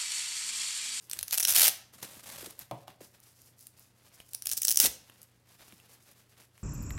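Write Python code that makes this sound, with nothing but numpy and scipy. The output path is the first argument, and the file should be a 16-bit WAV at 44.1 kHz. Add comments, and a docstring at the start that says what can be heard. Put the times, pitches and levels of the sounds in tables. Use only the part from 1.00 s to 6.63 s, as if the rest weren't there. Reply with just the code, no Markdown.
"""In a small quiet room with a computer hum, fingers rub a leather glove, close by, in random clicks.
From 0.1 s its hook-and-loop wrist strap rips: hooks snap singly, then in bunches, then in tearing runs.
The strap flaps as this rip ends, and while the webbing rasps out in grains from 0.9 s; its end slaps the desk at 1.7 s.
Rubbing returns on and off, with creases popping (noise bursts) and stray hooks ticking (click clusters).
At 3.3 s the rubbing pauses for a second rip, flapping late in it; then it goes on. 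Echoes are decaying noise."""
import sys
import numpy as np
from scipy import signal
from scipy.io import wavfile
from scipy.ndimage import uniform_filter1d

SR = 44100
rng = np.random.default_rng(int(sys.argv[2]) if len(sys.argv) > 2 else 0)


def bounce(signal):
    """Save signal as a 16-bit WAV file at the path given by the first command-line argument."""
    frames = np.transpose(np.atleast_2d(signal))
    limited = np.clip(frames, -1, 1)
    pcm = np.round(limited * 32767).astype(np.int16)
    wavfile.write(sys.argv[1], SR, pcm)


N = 248283
TIME = np.arange(N) / SR

# Levels in tables and settings are relative: layer gains, filters and the room follow.

# Room noise spectrum: (frequency [Hz], level [dB])
FLOOR_SPECTRUM = [(25, -26.5), (50, -5.5), (85, -6), (150, -7), (220, -6.5), (330, -11.5), (550, -14.5),
                  (1000, -20.5), (2000, -22), (4000, -27.5), (12000, -35), (16000, -46)]
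# Computer hum lines: (frequency [Hz], rms level [dB])
HUM_LINES = [(91, -78), (119.5, -71)]
# Room tail decay: (frequency [Hz], t60 [s])
ROOM_DECAY = [(150, 0.45), (600, 0.56), (2500, 0.43), (6000, 0.38), (11000, 0.27), (16000, 0.28)]
EARLY_T60_S, ECHO_DELAY_S = 0.075, 0.005
EDGE_HZ = 16200  # upper band limit

# Fingers rubbing the glove: (start [s], length [s], leather level [dB], knit level [dB])
RUBS = [(0, .04, -63.5, -55.5), (0.064, 0.015, -62, -65), (0.121, 0.046, -58.5, -61.5),
        (1.707, 0.12, -65.5, -66.5), (1.868, 0.018, -54, -61), (2.004, 0.034, -58, -51),
        (2.128, 0.017, -59, -57.5), (2.22, 0.19, -71, -62.5), (2.343, 0.14, -66.5, -59),
        (2.56, 0.13, -83, -62.5), (2.762, 0.1, -67.5, -61), (2.945, 0.095, -66.5, -65.5),
        (3.029, 0.037, -60.5, -57.5), (3.106, 0.11, -65.5, -62.5), (3.237, 0.13, -72, -62),
        (4.034, 0.2, -66, -63.5), (4.466, 0.077, -62.5, -61), (4.58, 0.26, -63.5, -60.5),
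        (4.881, 0.073, -65, -61), (4.993, .125, -66, -63), (5.145, 0.052, -66, -62.5),
        (5.285, 0.039, -65, -64), (5.362, 0.073, -61.5, -61), (5.524, 0.21, -66.5, -63)]
RUB_ATTACK_S, RUB_RELEASE_S = 0.02, 0.034
GRIP_DB = -75.5  # the glove never lies quite still in the hand
# Rubbed leather spectrum: (frequency [Hz], level [dB])
LEATHER_SPECTRUM = [(150, -5), (550, -2.5), (1000, -4), (2800, -4.5), (4500, -7), (8000, -19)]
# Rubbed knit spectrum: (frequency [Hz], level [dB])
KNIT_SPECTRUM = [(2000, -32.5), (5000, -3), (8000, -3.5), (12300, -2), (13600, -6.5), (16000, -8)]
KNIT_SPREAD_DB = 4
# Stray hooks catching: (time [s], level [dB])
CATCHES = [(1.5084, -31), (1.592, -24), (2.202, -41), (2.418, -38), (2.592, -39), (2.609, -38),
           (2.627, -39), (2.6694, -28), (2.795, -39), (3.2908, -40.5), (4.2172, -34), (4.2304, -34),
           (5.1144, -42.5)]
# Stray hook spectrum: (frequency [Hz], level [dB])
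CATCH_SPECTRUM = [(500, -35), (2000, -13), (5000, -8), (9000, -2.5), (12000, 3), (16000, -1)]
# Leather creasing: (time [s], level [dB])
CREASES = [(1.903, -43), (3.202, -33.5), (4.098, -38.5), (4.681, -42.5), (4.724, -40), (4.8, -42.5),
           (5.417, -47), (5.578, -43)]
# Crease spectrum: (frequency [Hz], level [dB])
CREASE_SPECTRUM = [(150, 9), (500, 3.5), (1200, 3.5), (3000, 9.5), (5000, -10), (12000, 3), (16000, -20)]

# Strap end hitting the desk: (time [s], slap level [dB], desk thump level [dB])
LANDINGS = [(1.7117, -32.5, -24.5), (1.8799, -37.5, -42), (2.006, -51, -61)]
# Desk thump spectrum: (frequency [Hz], level [dB])
DESK_SPECTRUM = [(40, -28), (80, -20), (120, 7), (190, -6.5), (310, 0), (390, -2), (480, -6.5), (620, 3.5),
                 (760, 2), (880, 0), (1100, 3.5), (1450, -22), (2300, -18), (6000, -46)]
# Desk thump decay: (frequency [Hz], t60 [s])
DESK_DECAY = [(120, 0.29), (600, 0.24), (1100, 0.13), (3000, 0.24)]
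# Strap slap spectrum: (frequency [Hz], level [dB])
SLAP_SPECTRUM = [(100, -21), (400, -9), (800, 6), (1200, 0), (2000, -5.5), (4000, -8.5), (8000, -15.5),
                 (16000, -16)]

# Loose strap flapping taut: (time [s], level [dB], starting pitch [Hz])
FLAPS = [(.678, -44.5, 856), (.953, -63, 400), (1.04, -52, 765), (1.166, -54.5, 340), (1.428, -48, 570),
         (1.467, -47, 810), (1.712, -42, 936), (2.006, -47.5, 895), (3.835, -39.5, 396),
         (3.848, -37.5, 908), (3.866, -44, 663), (4.728, -56, 347)]
FLAP_RISE_S, FLAP_FALL_S, FLAP_END_HZ = 0.0047, 0.007, 130

# Strokes of the webbing through its ring: (start [s], length [s], level [dB])
SLIDES = [(0.924, 0.029, -47.5), (0.969, 0.032, -59), (1.013, 0.023, -38), (1.07, .125, -52),
          (1.228, .14, -46.5), (1.372, 0.094, -45.5), (1.488, .05, -55.5), (1.575, 0.048, -49)]
SLIDE_ATTACK_S, SLIDE_RELEASE_S = 0.033, 0.021
# Webbing spectrum: (frequency [Hz], level [dB])
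WEBBING_SPECTRUM = [(59, -5), (100, 0), (365, -4.5), (492, -5), (547, 1.5), (705, -3), (2420, -5),
                    (2630, -5), (3700, -4), (4290, -5.5), (9410, -4), (12400, -4), (16000, -12.5)]

# Hand tugging at the strap, a low tremble: (start [s], length [s], level [dB])
TUGS = [(0.15, 0.048, -55.5), (3.48, 0.032, -57.5), (3.842, .04, -51)]
TUG_EDGE_S = 0.015
# Hand and glove trembling under the pull: (frequency [Hz], level [dB])
SHAKE_SPECTRUM = [(25, -17), (50, -5), (75, 6), (110, -8.5), (200, -17), (600, -46.5), (3000, -77.5)]

# Single hooks and small bunches snapping: (time [s], energy as if spread over 1 ms [dB])
SNAPS = [(0.0983, -33), (0.1133, -26), (0.133, -23), (0.1905, -24.5), (.2111, -31), (0.2291, -23),
         (0.2817, -29.5), (.31, -26), (0.3771, -18), (.382, -16.5), (0.399, -19), (0.4033, -17),
         (0.4099, -22), (0.4278, -21), (0.4317, -17.5), (0.4407, -25), (0.4511, -12), (.6179, -16),
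         (3.3342, -32), (3.3486, -24.5), (3.4224, -30.5), (3.458, -25), (3.4707, -20), (3.4921, -26.5),
         (3.499, -27), (3.5338, -21.5), (3.6019, -42.5), (3.6196, -19.5), (3.6327, -21.5), (3.6504, -13.5),
         (3.672, -22.5), (3.682, -13), (3.69, -18), (3.6965, -18.5), (3.7137, -15), (3.7242, -18.5),
         (3.7452, -27.5), (3.7589, -20.5), (3.7728, -9.5), (3.79, -19), (3.8, -8.5), (3.8032, -11)]
# A louder snap frees more hooks and lasts longer.
SNAP_S, SNAP_AT_DB, DB_PER_DOUBLING = 0.00065, -23, 11.5
# A snap strains the hooks beside it, which slip just before or after: offset up to +-NEIGHBOUR_S.
NEIGHBOUR_DB, NEIGHBOUR_S, NEIGHBOUR_SPREAD_DB = -13.5, 0.0035, 3.5
# Tearing runs, bunch after bunch: (start [s], length [s], mean level of a bunch [dB])
RUNS = [(.32, .031, -22.5), (.471, 0.055, -18), (.546, 0.14, -15), (3.513, 0.012, -21), (3.566, .015, -24),
        (3.704, 0.008, -17), (3.806, 0.056, -16.5)]
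BUNCHES_PER_S, RUN_BUNCH_S = 175, 0.0022  # each bunch lasts 0.5 to 2 times RUN_BUNCH_S
BUNCH_SPREAD_DB, BUNCH_JITTER = 4, 0.8  # +- level; +- share of half a row's time slot
RUN_CRACKLE_DB, RUN_EDGE_S = -12, 0.0073  # fine crackle, relative to the bunches
# Loops dragged through the hooks, one curve per rip: (time [s], level [dB])
DRAG_CURVES = [
    [(.09, -70.5), (.14, -48.5), (.22, -61), (.30, -56.5), (.34, -40), (.46, -47.5), (.53, -30.5),
     (.68, -31.5), (.70, -40.5)],
    [(3.33, -57), (3.41, -65), (3.48, -45), (3.53, -47), (3.60, -72), (3.70, -35), (3.74, -65),
     (3.87, -24.5), (3.89, -66)],
]
# Strap hanging free: (time [s], share [0 pinched tight .. 1 slack])
FREE_SHARE = [(.09, .62), (.33, .88), (.40, .45), (.50, .52), (.57, .9), (.68, .88), (3.33, .45),
              (3.52, .3), (3.58, .06), (3.77, .12), (3.82, .45), (3.87, .7)]
# Hook spectrum, strap pinched: (frequency [Hz], level [dB])
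TIGHT_SPECTRUM = [(59, -50), (100, -21.5), (271, -17), (492, -27), (662, -19), (930, -26.5), (1610, -18),
                  (2080, -18.5), (2690, -13.5), (4200, -9), (5650, 2), (7290, -4.5), (12100, -0.5),
                  (13500, -5.5), (16000, 3.5)]
# Hook spectrum, strap slack: (frequency [Hz], level [dB])
SLACK_SPECTRUM = [(59, -54.5), (100, -28), (315, -20.5), (634, -10), (854, -11), (1060, -13.5), (1480, -6),
                  (2000, -7), (2630, -2.5), (4200, -2), (6020, -2.5), (7770, -4), (11900, 1), (13500, 0.5),
                  (16000, -6.5)]


def amp(db):
    """Amplitude ratio of a level in dB."""
    return 10 ** (np.asarray(db) / 20)


def unit_rms(x):
    """Scale to rms 1."""
    return x / np.sqrt(np.mean(x ** 2) + 1e-20)


def unit_ms(x):
    """Scale to the energy of 1 ms at rms 1."""
    return np.sqrt(SR / 1000) * x / np.linalg.norm(x)


def read(points, hz):
    """Interpolate a table on a log frequency axis."""
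    f, value = np.transpose(points)
    return np.interp(np.log(hz + 1), np.log(f + 1), value)


def add(mix, start_s, sound):
    """Mix a sound in place at start_s."""
    part = mix[max(round(start_s * SR), 0):][:len(sound)]
    part += sound[:len(part)]


def level(rows):
    """Gain along a dB curve, silent outside it."""
    s, db = np.transpose(rows)
    return amp(np.interp(TIME, s, db)) * (TIME >= s[0]) * (TIME <= s[-1])


def colour(x, spectrum, size=4096):
    """Causal minimum-phase filter of unit energy with the given spectrum."""
    hz = abs(np.fft.fftfreq(size, 1 / SR))
    band_limit = 1 + (hz / EDGE_HZ) ** 40
    log_gain = np.log(amp(read(spectrum, hz)) / band_limit + 1e-5)
    minimum_phase = np.exp(np.conj(signal.hilbert(log_gain)))
    taps = np.fft.ifft(minimum_phase).real[:size // 2]
    return signal.oaconvolve(x, taps / np.linalg.norm(taps))[:N]


def grains(per_s, spread_db):
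    """Random clicks of uneven size, rms 1."""
    size = amp(spread_db * np.minimum(rng.exponential(1, N), 4))
    sign = rng.choice([-1, 1], N)
    return unit_rms(size * sign * (rng.random(N) < per_s / SR))


def clumps(smooth_s, depth_db):
    """A gain that wavers as fibres stick and slip, rms 1."""
    size = max(int(smooth_s * SR), 1)
    waver = unit_rms(uniform_filter1d(rng.standard_normal(N), size))
    return unit_rms(amp(depth_db * waver))


def burst(db, t60_s, size=2048):
    """A sudden puff of contact noise, with the energy of 1 ms at db."""
    decay = amp(-60 * np.arange(size) / SR / t60_s)
    return amp(db) * unit_ms(rng.standard_normal(size) * decay)


def dying_noise(decay):
    """Many close modes at once, each band with its own decay time."""
    hz, age, z = signal.stft(rng.standard_normal(SR * 3 // 4), SR, nperseg=256)
    fade = np.exp(-np.log(1000) * age / read(decay, hz)[:, None])
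    return signal.istft(z * fade, SR, nperseg=256)[1]


def stroke(start_s, length_s, attack_s, release_s):
    """One movement of the hand: it speeds up, holds, and dies away."""
    age = np.maximum(TIME - start_s, 0)
    fall = np.exp(-np.maximum(age - length_s, 0) / release_s)
    return (1 - np.exp(-2 * age / attack_s)) * fall


def bunch(db, length_s, hooks_per_s=5000, shiver_db=-11, shiver_t60_s=0.025, hook_hz=8500):
    """One hook sets off its neighbours; they twang for an instant and the fabric shivers after them."""
    span = max(int(length_s * SR), 1)
    count = 1 + int(length_s * hooks_per_s)
    place, sign, size = rng.random((3, 64))[:, :count]
    hooks = np.zeros(span)
    index = ((np.arange(count) + place) * span / count).astype(int)
    hooks[index] = np.sign(sign - 0.5) * (1 + size)
    shiver = burst(shiver_db, shiver_t60_s)
    t = TIME[:len(shiver)]
    twang_hz = hook_hz * rng.uniform(0.6, 1.5)
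    twang = np.cos(2 * np.pi * twang_hz * t) * np.exp(-t / 0.00012)
    click_and_twang = 0.5 * twang + (t == 0)
    snap = signal.fftconvolve(hooks, click_and_twang)[:len(t)]
    return amp(db) * (unit_ms(snap) + shiver)


def background(floor_db=-71, waver_rad_per_db=0.021):
    """Soft room noise, and a computer's hum lines wavering in phase."""
    hum = np.zeros(N)
    for hz, db in HUM_LINES:
        phase = waver_rad_per_db * 20 * np.log10(clumps(0.3, 8))
        hum += amp(db) * unit_rms(np.sin(2 * np.pi * hz * TIME + phase))
    return hum + amp(floor_db) * unit_rms(colour(rng.standard_normal(N), FLOOR_SPECTRUM))


def handling(leather_db=-0.5, knit_db=-2, catch_db=-10, crease_db=-7):
    """Fingers rub leather and knit as clumped grains; creases pop and stray hooks tick."""
    on_leather, on_knit = np.full((2, N), amp(GRIP_DB))
    for s, length_s, hide_db, cloth_db in RUBS:
        move = stroke(s, length_s, RUB_ATTACK_S, RUB_RELEASE_S)
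        on_leather = np.maximum(on_leather, amp(hide_db) * move)
        on_knit = np.maximum(on_knit, amp(cloth_db) * move)
    pressure = clumps(0.093, 1.9)
    leather = on_leather * pressure * grains(5500, 4.3) * clumps(0.019, 2.1)
    knit = on_knit * pressure * grains(11000, KNIT_SPREAD_DB) * clumps(0.012, 2.3)
    ticks, pops = np.zeros((2, N))
    for s, db in CATCHES:
        add(ticks, s, bunch(db + catch_db, 0.00082))
    for s, db in CREASES:
        add(pops, s, burst(db + crease_db, 0.013))
    rubbing = amp(leather_db) * colour(leather, LEATHER_SPECTRUM) + amp(knit_db) * colour(knit, KNIT_SPECTRUM)
    return rubbing + colour(ticks, CATCH_SPECTRUM) + colour(pops, CREASE_SPECTRUM)


def landings(slap_t60_s=0.011):
    """The strap end slaps down and the desk top answers with a dull thump."""
    slaps, thumps = np.zeros((2, N))
    for s, slap_db, desk_db in LANDINGS:
        add(slaps, s, burst(slap_db, slap_t60_s))
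        add(thumps, s, amp(desk_db) * unit_ms(dying_noise(DESK_DECAY)))
    return colour(slaps, SLAP_SPECTRUM) + colour(thumps, DESK_SPECTRUM)


def flaps(flutter=0.7):
    """A ripple runs along the strap, its short waves arriving first: a soft thud that falls in pitch."""
    out, t = np.zeros(N), TIME[:SR // 8]
    for s, db, start_hz in FLAPS:
        age = t / FLAP_RISE_S
        swell = age * np.exp(1 - age)
        pitch_hz = FLAP_END_HZ + (start_hz - FLAP_END_HZ) * np.exp(-t / FLAP_FALL_S)
        smooth_noise = uniform_filter1d(rng.standard_normal(len(t)), int(SR / start_hz))
        uneven = 1 + flutter * unit_rms(smooth_noise)
        tone = np.sin(2 * np.pi * np.cumsum(pitch_hz) / SR)
        add(out, s, amp(db) * swell * uneven * tone)
    return out


def slide(slide_db=-1):
    """The weave of the strap rasps as it is drawn out and swung."""
    speed = np.zeros(N)
    for s, length_s, db in SLIDES:
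        speed += amp(db + slide_db) * stroke(s, length_s, SLIDE_ATTACK_S, SLIDE_RELEASE_S)
    return colour(speed * grains(14000, 2.8) * clumps(0.0063, 3.1), WEBBING_SPECTRUM)


def tugs():
    """Hand and glove tremble as the pull takes hold or breaks free."""
    effort = np.zeros(N)
    for s, length_s, db in TUGS:
        effort += amp(db) * stroke(s, length_s, TUG_EDGE_S, TUG_EDGE_S)
    return colour(effort * rng.standard_normal(N), SHAKE_SPECTRUM)


def hooks_letting_go(snap_db=-0.5, run_db=-2.0, neighbours=2):
    """Distinct snaps with their neighbours, and runs of bunches that give way row by row at uneven moments."""
    out = np.zeros(N)
    for s, db in SNAPS:
        length_s = SNAP_S * 2 ** ((db - SNAP_AT_DB) / DB_PER_DOUBLING)
        add(out, s, bunch(db + snap_db, length_s))
        for late, size in rng.uniform(-1, 1, (neighbours, 2)):
            neighbour_db = db + NEIGHBOUR_DB + NEIGHBOUR_SPREAD_DB * size
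            add(out, s + NEIGHBOUR_S * late, bunch(neighbour_db, SNAP_S))
    for start, length_s, db in RUNS:
        rows = max(round(length_s * BUNCHES_PER_S), 1)
        for k, (late, size, width) in enumerate(rng.uniform(-1, 1, (rows, 3))):
            s = start + (k + 0.5 + 0.5 * BUNCH_JITTER * late) * length_s / rows
            add(out, s, bunch(db + run_db + BUNCH_SPREAD_DB * size, RUN_BUNCH_S * 2 ** width))
    return out


def rip(drag_db=-1, shake_db=-36):
    """Snaps over fine crackle; the sound fills out where the strap is slack enough to radiate."""
    speed = amp(drag_db) * sum(level(rows) for rows in DRAG_CURVES)
    for s, length_s, db in RUNS:
        speed += amp(db + RUN_CRACKLE_DB) * stroke(s, length_s, RUN_EDGE_S, RUN_EDGE_S)
    stick_slip = clumps(0.002, 3)
    hooks = hooks_letting_go() + speed * grains(2200, 4.8) * stick_slip
    free = np.clip(np.interp(TIME, *np.transpose(FREE_SHARE)), 0, 1)
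    shake = amp(shake_db) * colour(speed * rng.standard_normal(N), SHAKE_SPECTRUM)
    return colour((1 - free) * hooks, TIGHT_SPECTRUM) + colour(free * hooks, SLACK_SPECTRUM) + shake


def room(x, tail_db=-14.0, early_db=-14, count=3):
    """Echoes off desk and near wall, then the tail; patterns cycle at 4 Hz to stand for the moving glove."""
    out = x.copy()
    for k in range(count):
        tail = dying_noise(ROOM_DECAY)
        t = TIME[:len(tail)]
        tail *= t > 2 * ECHO_DELAY_S
        sparse = rng.standard_normal(len(t)) * (rng.random(len(t)) < 2500 / SR)  # 2500 echoes per s
        early = sparse * (t > ECHO_DELAY_S) * np.exp(-np.log(1000) * t / EARLY_T60_S)
        echoes = amp(tail_db) * tail / np.linalg.norm(tail)
        echoes += amp(early_db) * early / np.linalg.norm(early)
        place = np.sqrt(2 / count) * np.cos(2 * np.pi * (4 * TIME + k / count))
        out += signal.fftconvolve(x * place, echoes)[:N]
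    return out


def scene():
    """All glove and strap sounds in the room, over the background."""
    glove = handling() + landings() + flaps() + slide() + tugs() + rip()
    return (room(glove) + background())[None]


def record(dry, ceiling=0.87, low_cut_hz=45):
    """The microphone sheds deep bass and rounds the sharpest peaks; then the band limit."""
    high_pass = signal.butter(2, low_cut_hz, "high", fs=SR, output="sos")
    thinned = signal.sosfilt(high_pass, dry)
    rounded = ceiling * np.tanh(thinned / ceiling)
    low_pass = signal.firwin(255, EDGE_HZ, window=("kaiser", 8), fs=SR)
    return signal.oaconvolve(rounded, low_pass[None], "same")


dry = scene()
out = record(dry)
bounce(out)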